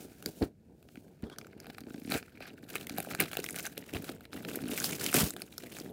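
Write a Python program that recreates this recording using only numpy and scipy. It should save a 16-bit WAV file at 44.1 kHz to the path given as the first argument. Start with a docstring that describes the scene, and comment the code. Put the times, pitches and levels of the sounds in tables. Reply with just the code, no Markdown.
"""A soft brush of hands on paper comes first, as a wrapped cardboard box is turned over on a carpet;
then the hands pick at the paper, tear it and crumple it. Creases snap as short ringing noise bursts,
tears run as showers of fibre clicks, and rubbing is noise coloured by the air pocket under the sheet.
The hollow box answers pushes with short low thumps; a quiet room, made of shaped noise, hums underneath."""
import sys
import numpy as np
from scipy import signal
from scipy.fft import rfft, irfft
from scipy.io import wavfile

SR = 44100
rng = np.random.default_rng(int(sys.argv[2]) if len(sys.argv) > 2 else 0)


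def generate_wav(sig):
    """Save sig (samples, or channels by samples) to the path in sys.argv[1] as 16-bit PCM at SR."""
    pcm = np.round(np.clip(np.atleast_2d(sig).T, -1, 1) * 32767).astype(np.int16)
    wavfile.write(sys.argv[1], SR, pcm)


N = 261072   # length [samples]

# hands resting and shifting on the parcel:
# (time [s], fine crackle [dB], pocket rustle minus crackle [dB], box rumble [dB])
RESTING_TOUCH = [(0.0, -63, -2, -53), (0.19, -61, -4, -59), (0.44, -58, -13, -65), (0.52, -92.5, 11.5, -67),
                 (0.95, -65.5, -11.5, -58), (1.18, -74.5, 1.5, -64), (1.6, -76, 7, -56),
                 (1.92, -65, -7, -54.5), (2.1, -52, -10.5, -55), (2.32, -72.5, 4.5, -59),
                 (2.6, -70, 0, -58), (2.85, -59, -2, -48), (3.65, -51, -11, -50.5), (3.75, -64, 2.5, -55.5),
                 (4.03, -55, -4.5, -48.5), (4.28, -77.5, 1.5, -57.5), (4.45, -60, -4.5, -47.5),
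                 (4.95, -44, -8, -44), (5.48, -62.5, -7.5, -55), (5.75, -53, -6, -52),
                 (5.92, -68.5, -0.5, -47.5)]
# rips and rubs laid over that touch:
# (time at full strength [s], hold [s], crackle [dB], pocket rustle minus crackle [dB], box rumble [dB])
RIPS_AND_RUBS = [(0.005, 0.028, -48.5, -10, -62), (0.262, 0.029, -50, -11, -48),
                 (.37, 0.074, -56.5, -14, -53), (0.422, 0.012, -53, 6, -27), (1.239, 0.037, -79.5, 16, -46),
                 (1.317, 0.016, -83, 30.5, -52), (1.39, 0.062, -67, -18, -57.5),
                 (1.688, 0.0092, -58, 3, -47.5), (2.116, 0.046, -39, 0.5, -39),
                 (2.41, 0.078, -67.5, 12.5, -58), (2.697, 0.13, -51.5, -1, -56),
                 (2.977, 0.018, -51.5, 2, -37), (3.096, 0.022, -44.5, -1, -52),
                 (3.2, 0.031, -41.5, 5.5, -36.5), (3.375, 0.031, -56, 5.5, -41.5),
                 (3.554, 0.04, -47, -2, -57), (3.648, 0.019, -50, 2, -61), (3.784, 0.021, -56, -19, -49.5),
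                 (3.932, 0.038, -52, 0.5, -40), (4.084, 0.0026, -46, 3, -46),
                 (4.322, 0.11, -56.5, -1, -46.5), (4.485, 0.084, -46, -7.5, -42.5),
                 (4.711, 0.18, -41, -6, -43.5), (4.839, 0.026, -31, -19, -62),
                 (5.016, 0.081, -37.5, -5.5, -46.5), (5.147, 0.068, -24, -8, -33),
                 (5.24, 0.028, -35, -8.5, -45), (5.718, 0.045, -49, -3.5, -56),
                 (5.8, 0.055, -56, -4, -49.5)]
RISE_DB_PER_S, FADE_DB_PER_S = 1300, 518   # every stroke starts fast and dies more slowly

# tone of the crackle: (frequency [Hz], relative density [dB per Hz])
CRACKLE_TONE = [(900, -70), (2500, -2.5), (8000, -1.5), (14000, -2), (16000, 2.5)]
# air pocket between paper and box: (frequency [Hz], width [Hz], relative gain [dB])
POCKET_MODES = [(746, 135, 8.5), (1510, 474, 8.5), (2293, 460, 3), (4100, 1300, -1.5)]
PICKING_S = 1.5   # until then palms only slide over the paper
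# the flap is torn open and the pocket rings less: time [s], share of open rubbing [0-1]
OPENED_S, OPEN_SHARE = 3.8, .8
# the box scuffs into place: (start [s], end [s])
DRAG_SPAN = (1.24, 1.355)
# colour of that scuff: (frequency [Hz], width [Hz])
DRAG_MODES = [(1200, 470), (3300, 180)]

# creases and tape letting go: (time [s], peak [dB], ring pitch [Hz], pocket ring minus burst [dB])
CREASE_SNAPS = [(0.2253, -32.5, 2630, -4), (0.2597, -18, 4670, -8), (0.4255, -29, 2580, 12),
                (0.8271, -48.5, 2520, -5), (0.8876, -45.5, 2450, 20), (0.9562, -40, 2360, 7),
                (1.081, -51.5, 2400, 15), (1.2237, -42.5, 2080, -3), (1.2388, -40, 2700, 15),
                (1.2985, -39.5, 3500, 5), (1.3609, -46, 2280, 12), (1.3848, -28, 4400, -5),
                (1.4133, -37.5, 2370, 24), (1.4457, -43, 2300, 20), (1.4685, -38.5, 6100, 3.5),
                (1.6013, -34, 4970, -5.5), (1.6448, -40, 4030, 8), (1.668, -36.5, 2400, 6),
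                (1.6575, -41, 2200, 17), (1.7, -32.5, 3200, 11), (1.747, -41.5, 2410, 18),
                (1.7829, -29, 1920, 7), (1.806, -34.5, 4080, -7), (2.1202, -17, 3900, 0.5),
                (2.2272, -36, 2190, 16), (2.4043, -38, 1950, 8), (2.7397, -36, 2400, 6),
                (2.755, -17.5, 2200, -2.5), (2.8106, -30, 2630, -8), (2.8693, -27.5, 2190, -30),
                (2.8956, -24.5, 4340, -1.5), (2.9831, -18.5, 12600, 2), (3.0021, -21, 11900, -1.5),
                (3.048, -32.5, 2370, 2), (3.1139, -29, 2480, 6), (3.135, -32.5, 4300, 23),
                (3.149, -18, 4430, 1), (3.2021, -9, 12300, -3), (3.222, -15.5, 2480, -2.5),
                (3.2563, -34, 2370, 9), (3.3145, -26.5, 2400, -0.5), (3.3314, -25.5, 2020, 5),
                (3.3525, -30, 2500, 7), (3.3698, -17, 2640, -4.5), (3.384, -31, 2400, 13),
                (3.39, -32, 4300, -11), (3.4009, -26, 2460, -11), (3.4416, -19, 1890, -34),
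                (3.4626, -24.5, 2470, -25), (3.488, -24.5, 2020, -22), (3.497, -28, 6900, -3.5),
                (3.507, -23.5, 10200, -19), (3.544, -29, 1390, 2), (3.561, -24, 2600, -15),
                (3.5869, -24.5, 2550, -33), (3.6044, -27.5, 6450, -10.5), (3.6652, -24, 6360, -8),
                (3.7777, -20, 2840, -11.5), (3.9363, -25, 2320, -29), (3.955, -28.5, 2670, 7),
                (4.043, -31.5, 4150, -3.5), (4.0918, -27, 2010, 12), (4.2076, -39.5, 2180, 3),
                (4.253, -38.5, 2180, 6.5), (4.331, -30.5, 2010, 28), (4.449, -28.5, 2180, 9),
                (4.486, -32.5, 2530, 13), (4.5142, -31.5, 2400, -2), (4.557, -21.5, 12300, -7),
                (4.589, -32, 3900, 12), (4.7763, -19, 2360, -23), (4.801, -18.5, 6440, -28),
                (4.8427, -15.5, 4630, -9), (4.9283, -27.5, 2540, -20), (5.0111, -23, 5030, -15),
                (5.0415, -20.5, 6190, -19), (5.0632, -14, 2480, -27), (5.1283, -20.5, 8400, 5),
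                (5.142, -8.5, 9700, -4.5), (5.3056, -22, 7900, -13.5), (5.3647, -25, 3170, -0.5),
                (5.419, -22.5, 4600, -4), (5.5802, -24, 5230, -9.5), (5.636, -31.5, 3140, 2),
                (5.663, -39, 3000, 9), (5.767, -30, 6000, 5), (5.786, -29, 6960, -2),
                (5.7999, -28.5, 5070, -13)]
# tape and paper give in jerks; each slip ticks and then jolts the wall: (time [s], jolt peak [dB])
TAPE_SLIPS = [(0.9723, -36.5), (1.812, -38.5), (1.8363, -40), (1.867, -38), (1.885, -43), (1.9044, -35.5),
              (1.9264, -51), (1.9425, -33.5), (1.961, -41), (1.9790, -35.5), (2.0176, -36.5), (2.049, -33),
              (2.0746, -31), (2.094, -29), (2.63, -37.5), (2.905, -34), (2.921, -40), (2.9391, -33),
              (2.955, -37), (4.607, -34), (4.623, -31.5), (4.638, -28), (4.656, -28.5), (4.676, -31),
              (4.693, -29), (4.715, -28.5)]
JOLT_AFTER_S, JOLT_HZ = 0.00485, 255
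# tick: level against the jolt [dB], ring pitch [Hz], pocket ring minus burst [dB]
TICK_DB, TICK_HZ, TICK_POCKET_DB = -7.5, 2300, 39

# tone of the murmuring walls: (frequency [Hz], relative density [dB per Hz])
RUMBLE_TONE = [(40, -26), (85, -7), (180, 3), (400, 0), (700, -11.5), (950, -20), (1600, -59)]
# pushes and knocks on the box: (time of the swell's peak [s], swell peak [dB], pitch [Hz])
BOX_PUSHES = [(0.264, -29, 350), (0.431, -22, 277), (1.235, -30, 230), (2.408, -35.5, 580),
              (2.758, -33.5, 393), (2.987, -30.5, 290), (3.073, -32, 600), (3.206, -27, 410),
              (3.229, -31.5, 290), (3.392, -26, 410), (3.779, -33, 494), (4.096, -32, 340),
              (4.493, -32.5, 380), (5.074, -30, 283), (5.149, -20.5, 350), (5.215, -26, 202),
              (5.234, -20.5, 180), (5.811, -34, 330)]
# the box set down: (time [s], blow level [dB])
LANDINGS = [(0.42, -24), (1.23, -34), (3.948, -29.5), (5.231, -23.5)]
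# wall modes those blows ring: (frequency [Hz], gain [dB], time to fall 60 dB [s])
WALL_MODES = [(84.4, 3, 0.041), (285, -18, 0.21), (446, -18, 0.068)]

# tone of the room hum: (frequency [Hz], relative density [dB per Hz])
ROOM_TONE = [(30, -4), (80, 4.5), (220, 0.5), (430, -16.5), (1000, -38), (7500, -38.5), (16000, -42)]
ROOM_DB = -61.5   # rms level of the hum
ROOM_T60_S, ECHO_DB = 0.15, -18
CUTOFF_HZ = 16839   # treble is fully cut from here up


def handling():
    """Crackle, pocket share and rumble in dB: strokes rise, hold and fall over the resting touch."""
    t = np.arange(0, N + 64, 64) / SR
    touch_s, *columns = np.transpose(RESTING_TOUCH)
    crackle, pocket, box = [np.interp(t, touch_s, c) for c in columns]
    power = amp([crackle, crackle + pocket, box]) ** 2
    for s, held_s, crackle_db, pocket_db, box_db in RIPS_AND_RUBS:
        rise_loss = RISE_DB_PER_S * np.maximum(s - t, 0)
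        fade_loss = FADE_DB_PER_S * np.maximum(t - s - held_s, 0)
        full_db = np.array([[crackle_db], [crackle_db + pocket_db], [box_db]])
        power = power + amp(full_db - rise_loss - fade_loss) ** 2
    every_sample = np.arange(N) / SR
    crackle, pocket, box = [np.interp(every_sample, t, 10 * np.log10(p)) for p in power]
    return crackle, pocket - crackle, box


def rustle(crackle_db, pocket_db):
    """Crinkles and fibre clicks in clumps over the hiss of skin on paper; a running tear is their loudest form."""
    patchy = np.clip((-30.0 - crackle_db) / 15, .3, 1)   # a fast tear runs evenly, slow picking in fits
    patchy[:round(PICKING_S * SR)] *= .35
    clumps = amp(4.4 * patchy * np.clip(drift(55.0), -2, 2))
    small = patchy * crinkles(250.)

    fibres = 1.16 * grains(2500., 4.7)
    hiss = .35 * rng.standard_normal(N)
    bright = coloured(small + fibres + hiss, CRACKLE_TONE)

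    rubbing = 0.95 * small + .5 * grains(900., 3.7) + .5 * rng.standard_normal(N)
    open_band = signal.butter(2, (450, 3200), "band", fs=SR, output="sos")
    broad = rms_one(signal.sosfilt(open_band, rubbing))
    opened = OPEN_SHARE * (np.arange(N) > OPENED_S * SR)
    pocket = (1 - opened) * rms_one(hollow(rubbing)) + opened * broad

    dragged = rms_one(sum(resonance(rubbing, hz, width_hz) for hz, width_hz in DRAG_MODES))
    span = slice(round(DRAG_SPAN[0] * SR), round(DRAG_SPAN[1] * SR))
    pocket[span] = dragged[span]
    return amp(crackle_db) * clumps * (bright + amp(pocket_db) * pocket)


def crinkles(per_s):
    """Small creases: millisecond bursts, each through a broad ring at one of eight pitches; rms 1."""
    pitches = np.geomspace(1500, 13000, 8)
    fade = np.exp(-1 / (0.0016 * SR))
    out = 0
    for hz in pitches:
        clicks = np.abs(grains(per_s / len(pitches), 4.2)) + 1e-18
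        bursts = signal.lfilter([1], [1, -fade], clicks)
        ringing = resonance(bursts * rng.standard_normal(N), hz, 0.22 * hz)
        out = out + rms_one(ringing) * np.sqrt(hz)
    return rms_one(out)


def hollow(x):
    """The air pocket under the paper colours whatever happens over it; dips fall between its modes."""
    modes = sum(amp(db) * resonance(x, hz, width_hz) for hz, width_hz, db in POCKET_MODES)
    return signal.sosfilt(signal.butter(2, 4500, fs=SR, output="sos"), modes)


def snaps():
    """A crease buckles in about two milliseconds: a bright burst with a ring of its own, and the pocket."""
    out, t = np.zeros(N), np.arange(SR // 40) / SR
    ticks = [(s, db + TICK_DB, TICK_HZ, TICK_POCKET_DB) for s, db in TAPE_SLIPS]
    creases = list(CREASE_SNAPS) + ticks
    noise = rng.standard_normal((len(creases), len(t)))
    thin = signal.butter(2, 1500, "high", fs=SR, output="sos")
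    rise = np.minimum(1, t / 0.00043)
    decay = np.exp(-t / 0.00082) + 0.19 * np.exp(-t / 0.0033)
    for (s, db, hz, pocket_db), n in zip(creases, noise):
        burst = n * rise * decay
        ring = 3.3 * resonance(burst, hz, 0.21 * hz)
        bright = signal.sosfilt(thin, burst + ring)
        piece = rms_one(bright) + amp(pocket_db) * rms_one(hollow(burst))
        add(out, s, amp(db) * piece / np.abs(piece).max())
    return out


def rumble(rumble_db):
    """Small uneven pushes keep the box walls murmuring."""
    pushes = grains(200., 1.0) + 0.61 * rng.standard_normal(N)
    return amp(rumble_db + 2.7 * drift(12.7)) * coloured(pushes, RUMBLE_TONE)


def thumps():
    """A soft push bends a wall for a cycle or two: a sine that swells fast and dies."""
    out, swell = np.zeros(N), .55   # cycles up to the swell's peak
    jolts = [(s + JOLT_AFTER_S, db, JOLT_HZ) for s, db in TAPE_SLIPS]
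    pushes = list(BOX_PUSHES) + jolts
    signs = rng.choice([-1, 1], (len(pushes), 1))   # walls bend in or out
    for (s, db, hz), (sign,) in zip(pushes, signs):
        cycles = np.arange(round(5 * SR / hz)) * hz / SR
        envelope = (cycles / swell) * np.exp(1 - cycles / swell)
        swing = np.sin(2 * np.pi * cycles) * envelope
        add(out, s - swell / hz, sign * amp(db) * swing)
    return out


def set_down():
    """The whole box lands on the carpet: a soft contact into its wall modes, and a dull scuff."""
    blows, out = np.full(N, 1e-18), 0
    blows[[round(s * SR) for s, db in LANDINGS]] = amp(np.array(LANDINGS)[:, 1])
    for hz, db, t60 in WALL_MODES:
        r, w = amp(-60 / (t60 * SR)), 2 * np.pi * hz / SR
        out = out + amp(db) * signal.lfilter([0, np.sin(w)], [1, -2 * r * np.cos(w), r * r], blows)
    dying = signal.lfilter([1], [1, -amp(-60 / (.09 * SR))], blows)   # falls 60 dB in 90 ms
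    scuff = amp(-4) * dying * rng.standard_normal(N)
    return signal.sosfilt(signal.butter(2, 1200, fs=SR, output="sos"), out + scuff)


def echoes(x):
    """A short dry room: a dying spray of reflections after a few milliseconds."""
    t = np.arange(round(ROOM_T60_S * SR)) / SR
    tail = rng.standard_normal(len(t)) * amp(-60 * t / ROOM_T60_S) * (t > .004)
    return signal.fftconvolve(x, tail / np.sqrt(np.sum(tail ** 2)))[:N]


def room_hum():
    """The quiet room: steady noise weighted to the lows."""
    return amp(ROOM_DB) * coloured(rng.standard_normal(N), ROOM_TONE)


def amp(db):
    """dB to gain."""
    return 10 ** (np.asarray(db) / 20)


def rms_one(x):
    """Scale to rms 1."""
    return x / np.sqrt(np.mean(x ** 2) + 1e-20)


def coloured(x, spectrum):
    """Shape a dense sound by a (frequency [Hz], gain [dB]) curve; rms 1."""
    hz = np.maximum(np.fft.rfftfreq(N, 1 / SR), 1)
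    points = np.array(spectrum)
    gain_db = np.interp(np.log(hz), np.log(points[:, 0]), points[:, 1])
    return rms_one(irfft(rfft(x) * amp(gain_db), N))


def drift(rate):
    """Slow chance with rms 1: noise smoothed twice at a rate in Hz."""
    r = np.exp(-2 * np.pi * rate / SR)
    noise = rng.standard_normal(N + SR)   # the first second lets the filter settle
    return rms_one(signal.lfilter([1], [1, -2 * r, r * r], noise)[SR:])


def grains(per_s, spread_db):
    """Random clicks of unequal size; rms 1."""
    sizes = amp(spread_db * np.minimum(rng.exponential(1, N), 2)) * rng.choice([-1, 1], N)
    return rms_one(sizes * (rng.random(N) < per_s / SR) + 1e-18)


def resonance(x, hz, width_hz):
    """Two-pole peak with gain 1 on top."""
    r = np.exp(-np.pi * width_hz / SR)
    poles = [1, -2 * r * np.cos(2 * np.pi * hz / SR), r * r]
    return signal.lfilter([(1 - r * r) / 2, 0, (r * r - 1) / 2], poles, x)


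def add(out, s, piece):
    """Mix a piece in at s seconds."""
    at = max(round(s * SR), 0)
    out[at:at + len(piece)] += piece[:N - at]


def scene():
    """Paper and box close by, with the room around them."""
    crackle_db, pocket_db, rumble_db = handling()
    paper = rustle(crackle_db, pocket_db) + snaps()
    box = rumble(rumble_db) + thumps() + set_down()
    near = paper + box
    return (near + amp(ECHO_DB) * echoes(near) + room_hum())[None]


def record(dry):
    """A small microphone without deep bass, its loudest peaks rounded; the top is cut."""
    thin = signal.sosfilt(signal.butter(4, 50, "high", fs=SR, output="sos"), dry)
    rounded = .5 * np.tanh(thin / .5)
    return signal.sosfilt(signal.cheby2(12, 70, CUTOFF_HZ, fs=SR, output="sos"), rounded)


dry = scene()
out = record(dry)
generate_wav(out)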